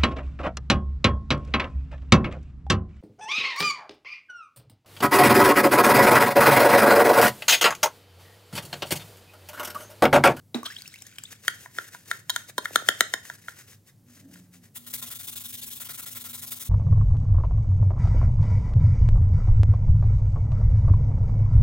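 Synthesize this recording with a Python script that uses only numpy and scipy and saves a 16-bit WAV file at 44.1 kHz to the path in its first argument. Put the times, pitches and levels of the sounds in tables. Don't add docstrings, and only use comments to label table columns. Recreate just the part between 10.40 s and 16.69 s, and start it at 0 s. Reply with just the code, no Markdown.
import sys
import numpy as np
from scipy import signal
from scipy.fft import rfft, irfft, next_fast_len
from scipy.io import wavfile
from scipy.ndimage import uniform_filter1d

SR = 44100
rng = np.random.default_rng(int(sys.argv[2]) if len(sys.argv) > 2 else 0)


def store_pcm(level_fs):
    pcm = np.round(np.clip(level_fs, -1, 1) * 32767).astype(np.int16)
    wavfile.write(sys.argv[1], SR, np.atleast_2d(pcm).T)


N = 277389
TIME_S = np.arange(N) / SR
BIN_HZ = np.fft.rfftfreq(N, 1 / SR)
RING_S = np.arange(round(.3 * SR)) / SR

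# freq_hz, level_db
FLOOR = [(50, -27), (105, -2.5), (260, -15.5), (340, -20.5), (1000, -34.5), (2300, -41), (7000, -38),
         (16000, -37)]
FLOOR_DB = -59.5
MAINS_HZ, MAINS_DB = 100, -67
# freq_hz, level_db
RUMBLE = [(100, -19.5), (210, -2), (285, 2.5), (420, -20), (600, -14), (1500, -62)]
# middle_s, half_length_s, level_db, pitch_hz, drift_hz_per_s
LOW_TONES = [(3.711, 0.056, -59, 241.5, 0), (3.856, 0.015, -54, 275, 0), (4.041, 0.19, -55.5, 179.8, -17),
             (4.19, 0.075, -61, 253.4, -330)]

# freq_hz, t60_s
ROOM_DECAY = [(100, 0.36), (1500, 0.29), (8000, 0.32), (16000, 0.02)]
# freq_hz, left_lead_rad
LEFT_LEAD = [(300, 0.63), (690, 0.78), (2150, 1.17), (3400, 1.5), (8000, 1)]
# freq_hz, left_minus_right_db
LEFT_LEVEL = [(600, -3), (2000, 0.5), (8000, 5), (13000, 3)]
PORT_LIKENESS = 0.92
LIMITER_CEILING, BAND_EDGE_HZ = .9, 16250

DUNK_S, DUNK_DB = .1455, -21
BOOM_HZ, BOOM_DB, BOOM_RISE_S, BOOM_T60_S = 239.3, -22.5, 0.015, 0.14
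# freq_hz, level_db, t60_s
TRAY_MODES = [(770, -8, 0.03), (3850, 3, 0.02)]
# freq_hz, width_hz, level_db
SLOSH = [(310, 220, 9), (570, 100, -6), (1250, 330, -10)]
GULP_S, GULP_HALF_S, GULP_DB = .262, 0.0085, -30
# freq_hz, width_hz, level_db
GULP = [(3300, 480, 9), (1520, 700, 0.5)]

# start_s, rise_s, level_db, t60_s
GUSHES = [(0.142, 0.0021, -49.5, 0.26), (.24, 0.059, -51.5, 0.38)]
TRICKLE_DB, TRICKLE_DB_PER_S, TRICKLE_END_S = -56, -5, 1
# start_s, level_db, pitch_hz
DROPS = [(0.231, -30.5, 1097), (0.42, -30.5, 4450), (0.477, -25.5, 5160), (0.541, -33, 2110),
         (0.559, -37, 2600), (0.621, -28.5, 7100), (0.667, -31, 6300), (0.784, -28, 3025),
         (0.7848, -31, 2350), (0.837, -25, 7380)]
# start_s, level_db (before the chirp gain), pitch_hz
BUBBLES = [(.242, -42, 5600), (.270, -44, 1202), (.302, -39.5, 1576), (.365, -34, 3060), (0.386, -40, 3670),
           (.457, -44.5, 2500), (0.853, -40.5, 3310)]
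# freq_hz, level_db
SPLASH = [(400, -18), (1400, -18), (5500, -7.5), (16000, -11.5)]

# start_s, peak_db
THUDS = [(1.0805, -37.5), (1.384, -34), (2.095, -45.5), (2.1805, -23.5), (2.307, -37.5), (2.3577, -23),
         (2.421, -36), (2.488, -22.5), (2.6078, -23), (2.7383, -30.5)]
# start_s, level_db, second_wall_mode_db, rim_db, hardness_db (last three relative)
KNOCKS = [(1.0802, -23, -1.5, -24, -4), (1.259, -51.5, 4, 1.5, -19), (1.385, -30, -3, -20, -11),
          (1.547, -46, -5, -3, -10), (1.713, -26.5, -2, -22, -9.5), (1.8961, -40, 5.5, 1, 11),
          (1.901, -40, -5, -4.5, 12.5), (1.9609, -28, -4.5, -13, -2), (2.1802, -33, -5, 4, 5),
          (2.2556, -34, 4, -25.5, -7), (2.358, -20.5, -3.5, -33, -2), (2.4871, -20, -0.5, -23, 0),
          (2.6069, -20.5, -1, -25.5, 1), (2.7375, -31, 3, -7, 1), (2.899, -38, -6.5, -12.5, -10.5),
          (3.083, -36.5, -6, -17, -14), (3.957, -60, -2, -8, -7)]
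# freq_hz, level_db, t60_s
RIM_MODES = [(1010, 0, .034), (658, -9, .04)]
# freq_hz, level_db, t60_s
WALL_MODES = [(1425, 0, .022), (1640, 3, .008)]
# freq_hz, level_db, t60_s
SECOND_WALL_MODES = [(1850, 0, .014), (2170, -15, .018)]
# freq_hz, level_db, t60_s
SHELL_MODES = [(3180, -3, .016), (3700, -1, .016), (4350, -7, .012), (5060, -12, .011), (5500, -8, .009),
               (6600, 0, .007), (6950, -3, .007), (8600, -8, .009), (9600, -6, .008)]
DEEP_RIM_DB, RIM_DB_PER_DOUBLING = -26, 25
CRUSH_DB, CRUSH_S = -17, .007

# middle_s, half_length_s, level_db
SWEEPS = [(.922, 0.0088, -43), (1.225, 0.032, -50.5), (1.478, 0.0095, -46.5), (2.094, 0.0093, -41.5),
          (2.862, 0.017, -47), (3.2, 0.04, -52), (3.305, 0.03, -50.5), (3.485, 0.019, -59),
          (3.755, 0.047, -55), (3.945, 0.021, -52.5), (4.01, 0.014, -70), (4.155, 0.022, -58),
          (4.25, 0.018, -56)]
RUN_UP_S, RUN_UP_HALF_S, RUN_UP_DB = 0.007, 0.021, -44
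PULL_BACK_S, PULL_BACK_HALF_S, PULL_BACK_DB = 0.02, 0.057, -48.5
FIRM_KNOCK_DB, SPEED_DB_PER_DB = -18, 0.32
BRIGHT_KNOCK_DB_PER_DB = 4.3
CATCH_HZ, CATCH_DB = 45, 2.8
# freq_hz, level_db
INSIDE_COLOUR = [(500, -1.5), (1500, -20), (2600, -1), (3700, -5.5), (5000, -0.5), (7000, -1.5),
                 (16000, -5.5)]
# freq_hz, width_hz, level_db
CAVITY = [(1776, 540, 3), (3680, 100, -2), (6370, 410, -1.5)]

DAB_S, DAB_HALF_S, DAB_DB = 4.367, 0.013, -38
PAUSE_DB = -57
STROKES = [4.463, 4.527, 4.614, 4.701, 4.786, 4.868, 4.953, 5.035, 5.123, 5.212, 5.301, 5.397, 5.485, 5.573,
           5.656, 5.747, 5.837, 5.928, 6.014, 6.104, 6.194]
LAST_STROKE_S = 0.098
FIRST_STROKE_DB, EFFORT_DB = -42.5, -39.5
TURN_DB, MID_TURN_DB = -30, -15
# start_s, level_db
SLAPS = [(4.538, -32.5), (4.625, -36.5), (4.958, -44), (6.119, -37.5)]
# time_s, level_db
PRESS = [(4.4, -14), (4.8, -10.5), (5.0, -48), (5.3, -47), (5.42, -7), (5.75, -10), (6.1, -16.5)]
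# freq_hz, level_db
OUTSIDE_COLOUR = [(300, -10.5), (700, -12.5), (2400, -6.5), (3600, 2), (4700, -3), (6700, 0.5), (9000, 2),
                  (16000, 5)]
# freq_hz, width_hz, level_db
RUB = [(670, 170, -4.5), (1042, 20, 7.5), (1386, 140, 8), (1890, 330, 3)]
# freq_hz, width_hz, level_db
VENTS = [(3580, 240, 0)]
RUB_SPREAD_DB = 2.8
WANDER_TOP_HZ = 9100
# freq_hz, width_hz, level_db
HOLLOW = [(238, 7.7, 0), (120.2, 6.8, 0)]
# freq_hz, level_db
HANDLING = [(20, -34), (90, 15), (200, -32), (600, -39.5)]
HUM_HZ, HUM_DB = 239.7, -60


def amp(db):
    return 10 ** (np.asarray(db) / 20)


def unit(x):
    return x / np.sqrt(np.mean(x ** 2) + 1e-20)


def read(points, hz):
    point_hz, value = np.transpose(points)
    return np.interp(np.log(hz + 1), np.log(point_hz + 1), value)


def add(mix, start_s, sound):
    part = mix[max(round(start_s * SR), 0):][:len(sound)]
    part += sound[:len(part)]


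def coloured(x, points):
    return unit(irfft(rfft(x) * amp(read(points, BIN_HZ)), N))


def resonant(x, peaks):
    response = 0
    for hz, width_hz, db in peaks:
        damping = 1j * BIN_HZ * width_hz
        response = response + amp(db) * damping / (hz ** 2 - BIN_HZ ** 2 + damping)
    return unit(irfft(rfft(x) * response, N))


def grit(rate_per_s, spread_db):
    at = np.flatnonzero(rng.random(N) < rate_per_s / SR)
    size, chance = rng.random((2, N))[:, at]
    uneven = amp(spread_db * np.minimum(-np.log(1 - chance), 4.5))
    out = np.zeros(N)
    out[at] = (2 * size - 1) * uneven
    return unit(out)


def flicker(rate_hz, depth_db):
    slow = irfft(rfft(rng.standard_normal(N)) * np.exp(-(BIN_HZ / rate_hz) ** 2), N)
    return amp(depth_db * unit(slow))


def swell(middle_s, half_s):
    near = slice(*np.searchsorted(TIME_S, [middle_s - 5 * half_s, middle_s + 5 * half_s]))
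    out = np.zeros(N)
    out[near] = np.exp(-((TIME_S[near] - middle_s) / half_s) ** 2)
    return out


def low_cut(x, hz=140):
    return signal.sosfilt(signal.butter(2, hz, "high", fs=SR, output="sos"), x)


def wander(x, over_s=.04, across_hz=600, depth_db=2.4):
    hz, frame_s, z = signal.stft(x, SR, nperseg=512)
    patches = uniform_filter1d(rng.standard_normal(z.shape), round(across_hz / hz[1]), axis=0)
    patches = unit(uniform_filter1d(patches, round(over_s / frame_s[1]), axis=1))
    shallower = 1 / (1 + (hz[:, None] / WANDER_TOP_HZ) ** 2)
    shifted = z * amp(depth_db * shallower * patches)
    return unit(signal.istft(shifted, SR, nperseg=512)[1][:N])


def ring(modes, longer=1, detune=0.02, uneven_db=2.5):
    hz, db, t60_s = np.transpose(modes)[:, :, None]
    shift, size = rng.standard_normal((2, len(modes), 1))
    sign = (-1) ** np.arange(len(modes))[:, None]
    waves = sign * np.sin(2 * np.pi * hz * (1 + detune * shift) * RING_S)
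    decay_db = -60 * RING_S / (t60_s * longer)
    return (amp(db + uneven_db * size + decay_db) * waves).sum(0)


def low_tone():
    tones = np.zeros(N)
    for middle_s, half_s, db, hz, hz_per_s in LOW_TONES:
        since = TIME_S - middle_s
        turns = since * (hz + hz_per_s * since / 2)
        tones += amp(db) * swell(middle_s, half_s) * np.sin(2 * np.pi * turns)
    return np.sqrt(2) * tones * flicker(16, 2)


def background(side_db=-16, rumble_db=-56):
    mid, side = (coloured(rng.standard_normal(N), FLOOR) for _ in range(2))
    noise = amp(FLOOR_DB) * (mid + amp(side_db) * np.array([side, -side]))
    mains = amp(MAINS_DB) * np.sqrt(2) * np.sin(2 * np.pi * MAINS_HZ * TIME_S)
    rumble = amp(rumble_db) * swell(3.907, 0.13) * coloured(rng.standard_normal(N), RUMBLE)
    return noise + mains + rumble + low_tone()


def room(x, first_s=0.0058, change_hz=2.7, mono_hz=600, count=3):
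    tap_s = np.arange(SR // 2) / SR
    taps = rng.standard_normal((count, 2, SR // 2)) * (tap_s > first_s)
    hz, frame_s, z = signal.stft(taps, SR, nperseg=256)
    z[:, 1] += (z[:, 0] - z[:, 1]) * np.exp(-(hz[:, None] / mono_hz) ** 2)
    decay = amp(-60 * frame_s / read(ROOM_DECAY, hz)[:, None])
    tails = signal.istft(z * decay, SR, nperseg=256)[1]
    turn = change_hz * TIME_S - np.arange(count)[:, None] / count
    shares = np.maximum(np.cos(2 * np.pi * turn), 0)
    shares /= np.linalg.norm(shares, axis=0)
    out = np.zeros((2, N))
    for share, tail in zip(shares, tails):
        tail = tail / np.linalg.norm(tail[0])
        out += signal.oaconvolve((x * share)[None], tail, axes=1)[:, :N]
    return out


def ports(x, scatter_s=0.0024, apart_hz=5000):
    size = next_fast_len(N + len(RING_S))
    hz = np.fft.rfftfreq(size, 1 / SR)
    half = amp(read(LEFT_LEVEL, hz) / 2) * np.exp(.5j * read(LEFT_LEAD, hz))
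    near = rng.standard_normal(len(RING_S)) * np.exp(-RING_S / scatter_s)
    near = rfft(near / np.linalg.norm(near), size) * np.array([[1], [-1]])
    same = 1 - (1 - PORT_LIKENESS) * hz ** 2 / (hz ** 2 + apart_hz ** 2)
    response = np.array([half, 1 / half]) * np.sqrt(same) + np.sqrt(1 - same) * near
    return irfft(rfft(x, size) * response, size)[:, :N]


def plunge(slosh_db=-30, slosh_t60_s=0.2):
    since = np.maximum(RING_S - BOOM_RISE_S, 0)
    rise = np.sqrt(np.minimum(RING_S / BOOM_RISE_S, 1))
    boom = rise * amp(BOOM_DB - 60 * since / BOOM_T60_S) * np.sin(2 * np.pi * BOOM_HZ * RING_S)
    slosh_noise = resonant(rng.standard_normal(N), SLOSH)[:len(RING_S)]
    slosh = amp(slosh_db - 60 * RING_S / slosh_t60_s) * slosh_noise
    out = amp(GULP_DB) * swell(GULP_S, GULP_HALF_S) * resonant(rng.standard_normal(N), GULP)
    add(out, DUNK_S, amp(DUNK_DB) * ring(TRAY_MODES) + boom + slosh)
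    return out


def bubble(hz, t60_s, glide, rise_s):
    t = RING_S[RING_S < t60_s]
    wave = np.sin(2 * np.pi * hz * t * (1 + glide * t / t60_s))
    return wave * amp(-60 * t / t60_s) * (1 - np.exp(-t / rise_s))


def spray(over_s=.009, across_hz=800, depth_db=6):
    return wander(coloured(grit(7000, 2.2), SPLASH), over_s, across_hz, depth_db)


def flow(stop_s=0.044, uneven_db=3):
    gushes = np.zeros(N)
    for s, rise_s, db, t60_s in GUSHES:
        rise = np.clip((TIME_S - s) / rise_s, 0, 1)
        gushes += rise * amp(db - 60 * np.maximum(TIME_S - s - rise_s, 0) / t60_s)
    since = TIME_S - GUSHES[-1][0]
    stop = np.clip((TRICKLE_END_S - TIME_S) / stop_s, 0, 1)
    trickle = (since > 0) * amp(TRICKLE_DB + TRICKLE_DB_PER_S * since) * stop
    return gushes + trickle * flicker(69, uneven_db)


def water(cycles=32, drop_cycles=55, chirp_cycles=85, chirp_db=7.5, slap_db=-8, slap_t60_s=0.022, count=30):
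    fizz = np.zeros(N)
    for hz in np.geomspace(1400, 8500, count):
        pop = unit(bubble(hz, cycles / hz, .3 * rng.random(), .0007)) * np.sqrt(hz)
        fizz += signal.oaconvolve(grit(90, 3.5), pop)[:N]
    rings, slaps = np.zeros((2, N))
    for s, db, hz in BUBBLES:
        chirp = bubble(hz, chirp_cycles / hz, glide=0.34, rise_s=0.00048)
        add(rings, s, amp(db + chirp_db) * chirp)
    for s, db, hz in DROPS:
        add(rings, s, amp(db) * bubble(hz, drop_cycles / hz, glide=0.134, rise_s=0.00017))
        add(slaps, s, amp(db + slap_db - 60 * RING_S / slap_t60_s))
    running = (unit(fizz) + amp(-2) * spray()) * flow()
    return rings * flicker(350, 3) + running + slaps * spray()


def thuds(top_hz=950, end_hz=90, fall_s=0.0046, swell_s=0.002):
    turns = end_hz * RING_S + (top_hz - end_hz) * fall_s * (1 - np.exp(-RING_S / fall_s))
    envelope = RING_S / swell_s * np.exp(1 - RING_S / swell_s)
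    thud = np.sin(2 * np.pi * turns) * envelope
    out = np.zeros(N)
    for s, db in THUDS:
        add(out, s, amp(db) * thud)
    return out


def blow(x):
    return x / np.sqrt(np.sum(x ** 2) / (.022 * SR))


def chatter(x, share=.2, within_s=.0012, count=3):
    out = x.copy()
    for late, size in rng.random((count, 2)):
        add(out, within_s * late, share * (2 * size - 1) * x)
    return out


def knocks(shell_db=-1, tick_db=-9, tick_t60_s=0.022, tick_hz=9000, rise_s=0.00038):
    out, crush = np.zeros((2, N))
    onset = 1 - np.exp(-RING_S / rise_s)
    treble = signal.butter(1, [tick_hz, SR / 3], "band", fs=SR, output="sos")
    for s, db, second_db, rim_db, hard_db in KNOCKS:
        longer = 2 ** ((rim_db - DEEP_RIM_DB) / RIM_DB_PER_DOUBLING)
        tick = rng.standard_normal(len(RING_S)) * amp(-60 * RING_S / tick_t60_s)
        parts = [(ring(WALL_MODES, longer), 0),
                 (ring(SECOND_WALL_MODES), second_db),
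                 (ring(RIM_MODES), rim_db),
                 (ring(SHELL_MODES, longer), hard_db + shell_db),
                 (signal.sosfilt(treble, tick), hard_db + tick_db)]
        knock = sum(amp(part_db) * blow(x * onset) for x, part_db in parts)
        add(out, s, amp(db) * chatter(knock))
        add(crush, s - RING_S[-1], amp(db + CRUSH_DB) * np.exp(-RING_S[::-1] / CRUSH_S))
    return out + crush * coloured(rng.standard_normal(N), INSIDE_COLOUR)


def brush_inside(cavity_db=-4.0):
    sweeps = list(SWEEPS)
    for s, db, _, _, hard_db in KNOCKS:
        speed_db = SPEED_DB_PER_DB * (db - FIRM_KNOCK_DB)
        level_db = speed_db - BRIGHT_KNOCK_DB_PER_DB * max(hard_db, 0)
        sweeps.append((s - RUN_UP_S, RUN_UP_HALF_S, RUN_UP_DB + level_db))
        sweeps.append((s + PULL_BACK_S, PULL_BACK_HALF_S, PULL_BACK_DB + level_db))
    power = sum(amp(2 * db) * swell(s, half_s) for s, half_s, db in sweeps)
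    hiss = coloured(grit(9000, 0.53), INSIDE_COLOUR)
    body = wander(resonant(grit(2200, 3.8), CAVITY))
    return np.sqrt(power) * flicker(CATCH_HZ, CATCH_DB) * (hiss + amp(cavity_db) * body)


def scrubbing(skew=0.94, sharpness=0.87, back_db=-3.0, bite_db=4, bite_turns=0.085, slap_t60_s=0.053):
    starts_and_end = np.append(STROKES, STROKES[-1] + LAST_STROKE_S)
    cycles = np.interp(TIME_S, starts_and_end, np.arange(len(STROKES) + 1))
    phase = cycles % 1
    back = phase > .5
    speed = abs(np.sin(np.pi * (2 * phase % 1) ** skew)) ** sharpness
    speed += amp(TURN_DB) + amp(MID_TURN_DB) * np.sin(np.pi * phase)
    effort_db = np.where(cycles < 1, FIRST_STROKE_DB, EFFORT_DB)
    bite = bite_db * np.exp(-(phase / bite_turns) ** 2)
    strength = (TIME_S > STROKES[0]) * speed * amp(effort_db + back_db * back + bite)
    strength += amp(DAB_DB) * swell(DAB_S, DAB_HALF_S)
    strength += amp(PAUSE_DB) * (TIME_S > DAB_S) * (TIME_S < STROKES[0])
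    for s, db in SLAPS:
        add(strength, s, amp(db - 60 * RING_S / slap_t60_s))
    return strength, back


def hollow(strength, ringing_db=-66, handling_db=-73):
    drive = strength * rng.standard_normal(N)
    hum = amp(HUM_DB) * np.sqrt(2) * np.sin(2 * np.pi * HUM_HZ * TIME_S) * flicker(11, 1.05)
    ringing = amp(ringing_db) * resonant(drive, HOLLOW)
    handling = amp(handling_db) * coloured(drive, HANDLING)
    fade_in = np.clip((TIME_S - DAB_S) / DAB_HALF_S + 1, 0, 1)
    return (hum + ringing + handling) * fade_in


def brush_outside(strength, back, hiss_db=4.0, return_db=-6, vents_db=-9):
    hiss = amp(hiss_db) * wander(coloured(grit(16000, 2.23), OUTSIDE_COLOUR))
    pressure = amp(np.interp(TIME_S, *np.transpose(PRESS)))
    rub = pressure * wander(resonant(grit(1100, RUB_SPREAD_DB), RUB)) * flicker(27, 0.81)
    slots = wander(resonant(grit(1100, RUB_SPREAD_DB), VENTS))
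    vents = amp(vents_db) * swell(5.05, 0.36) * slots
    return strength * (hiss + (rub + vents) * amp(return_db * back)) * flicker(37, 1.0)


def scene(spread_db=-12):
    strength, back = scrubbing()
    plastic = low_cut(knocks() + brush_inside() + brush_outside(strength, back))
    wet = thuds() + low_cut(plunge() + water())
    direct = ports(plastic + wet + hollow(strength))
    spread = amp(spread_db) * low_cut(brush_outside(strength, back))
    reverb = room(amp(-15.5) * plastic + amp(-14.0) * wet)
    return direct + np.array([spread, -spread]) + reverb + background()


def record(dry):
    rounded = dry / (1 + (dry / LIMITER_CEILING) ** 6) ** (1 / 6)
    low_pass = signal.firwin(511, BAND_EDGE_HZ, window=("kaiser", 9), fs=SR)
    return signal.oaconvolve(rounded, low_pass[None], "same")


dry = scene()
out = record(dry)
store_pcm(out)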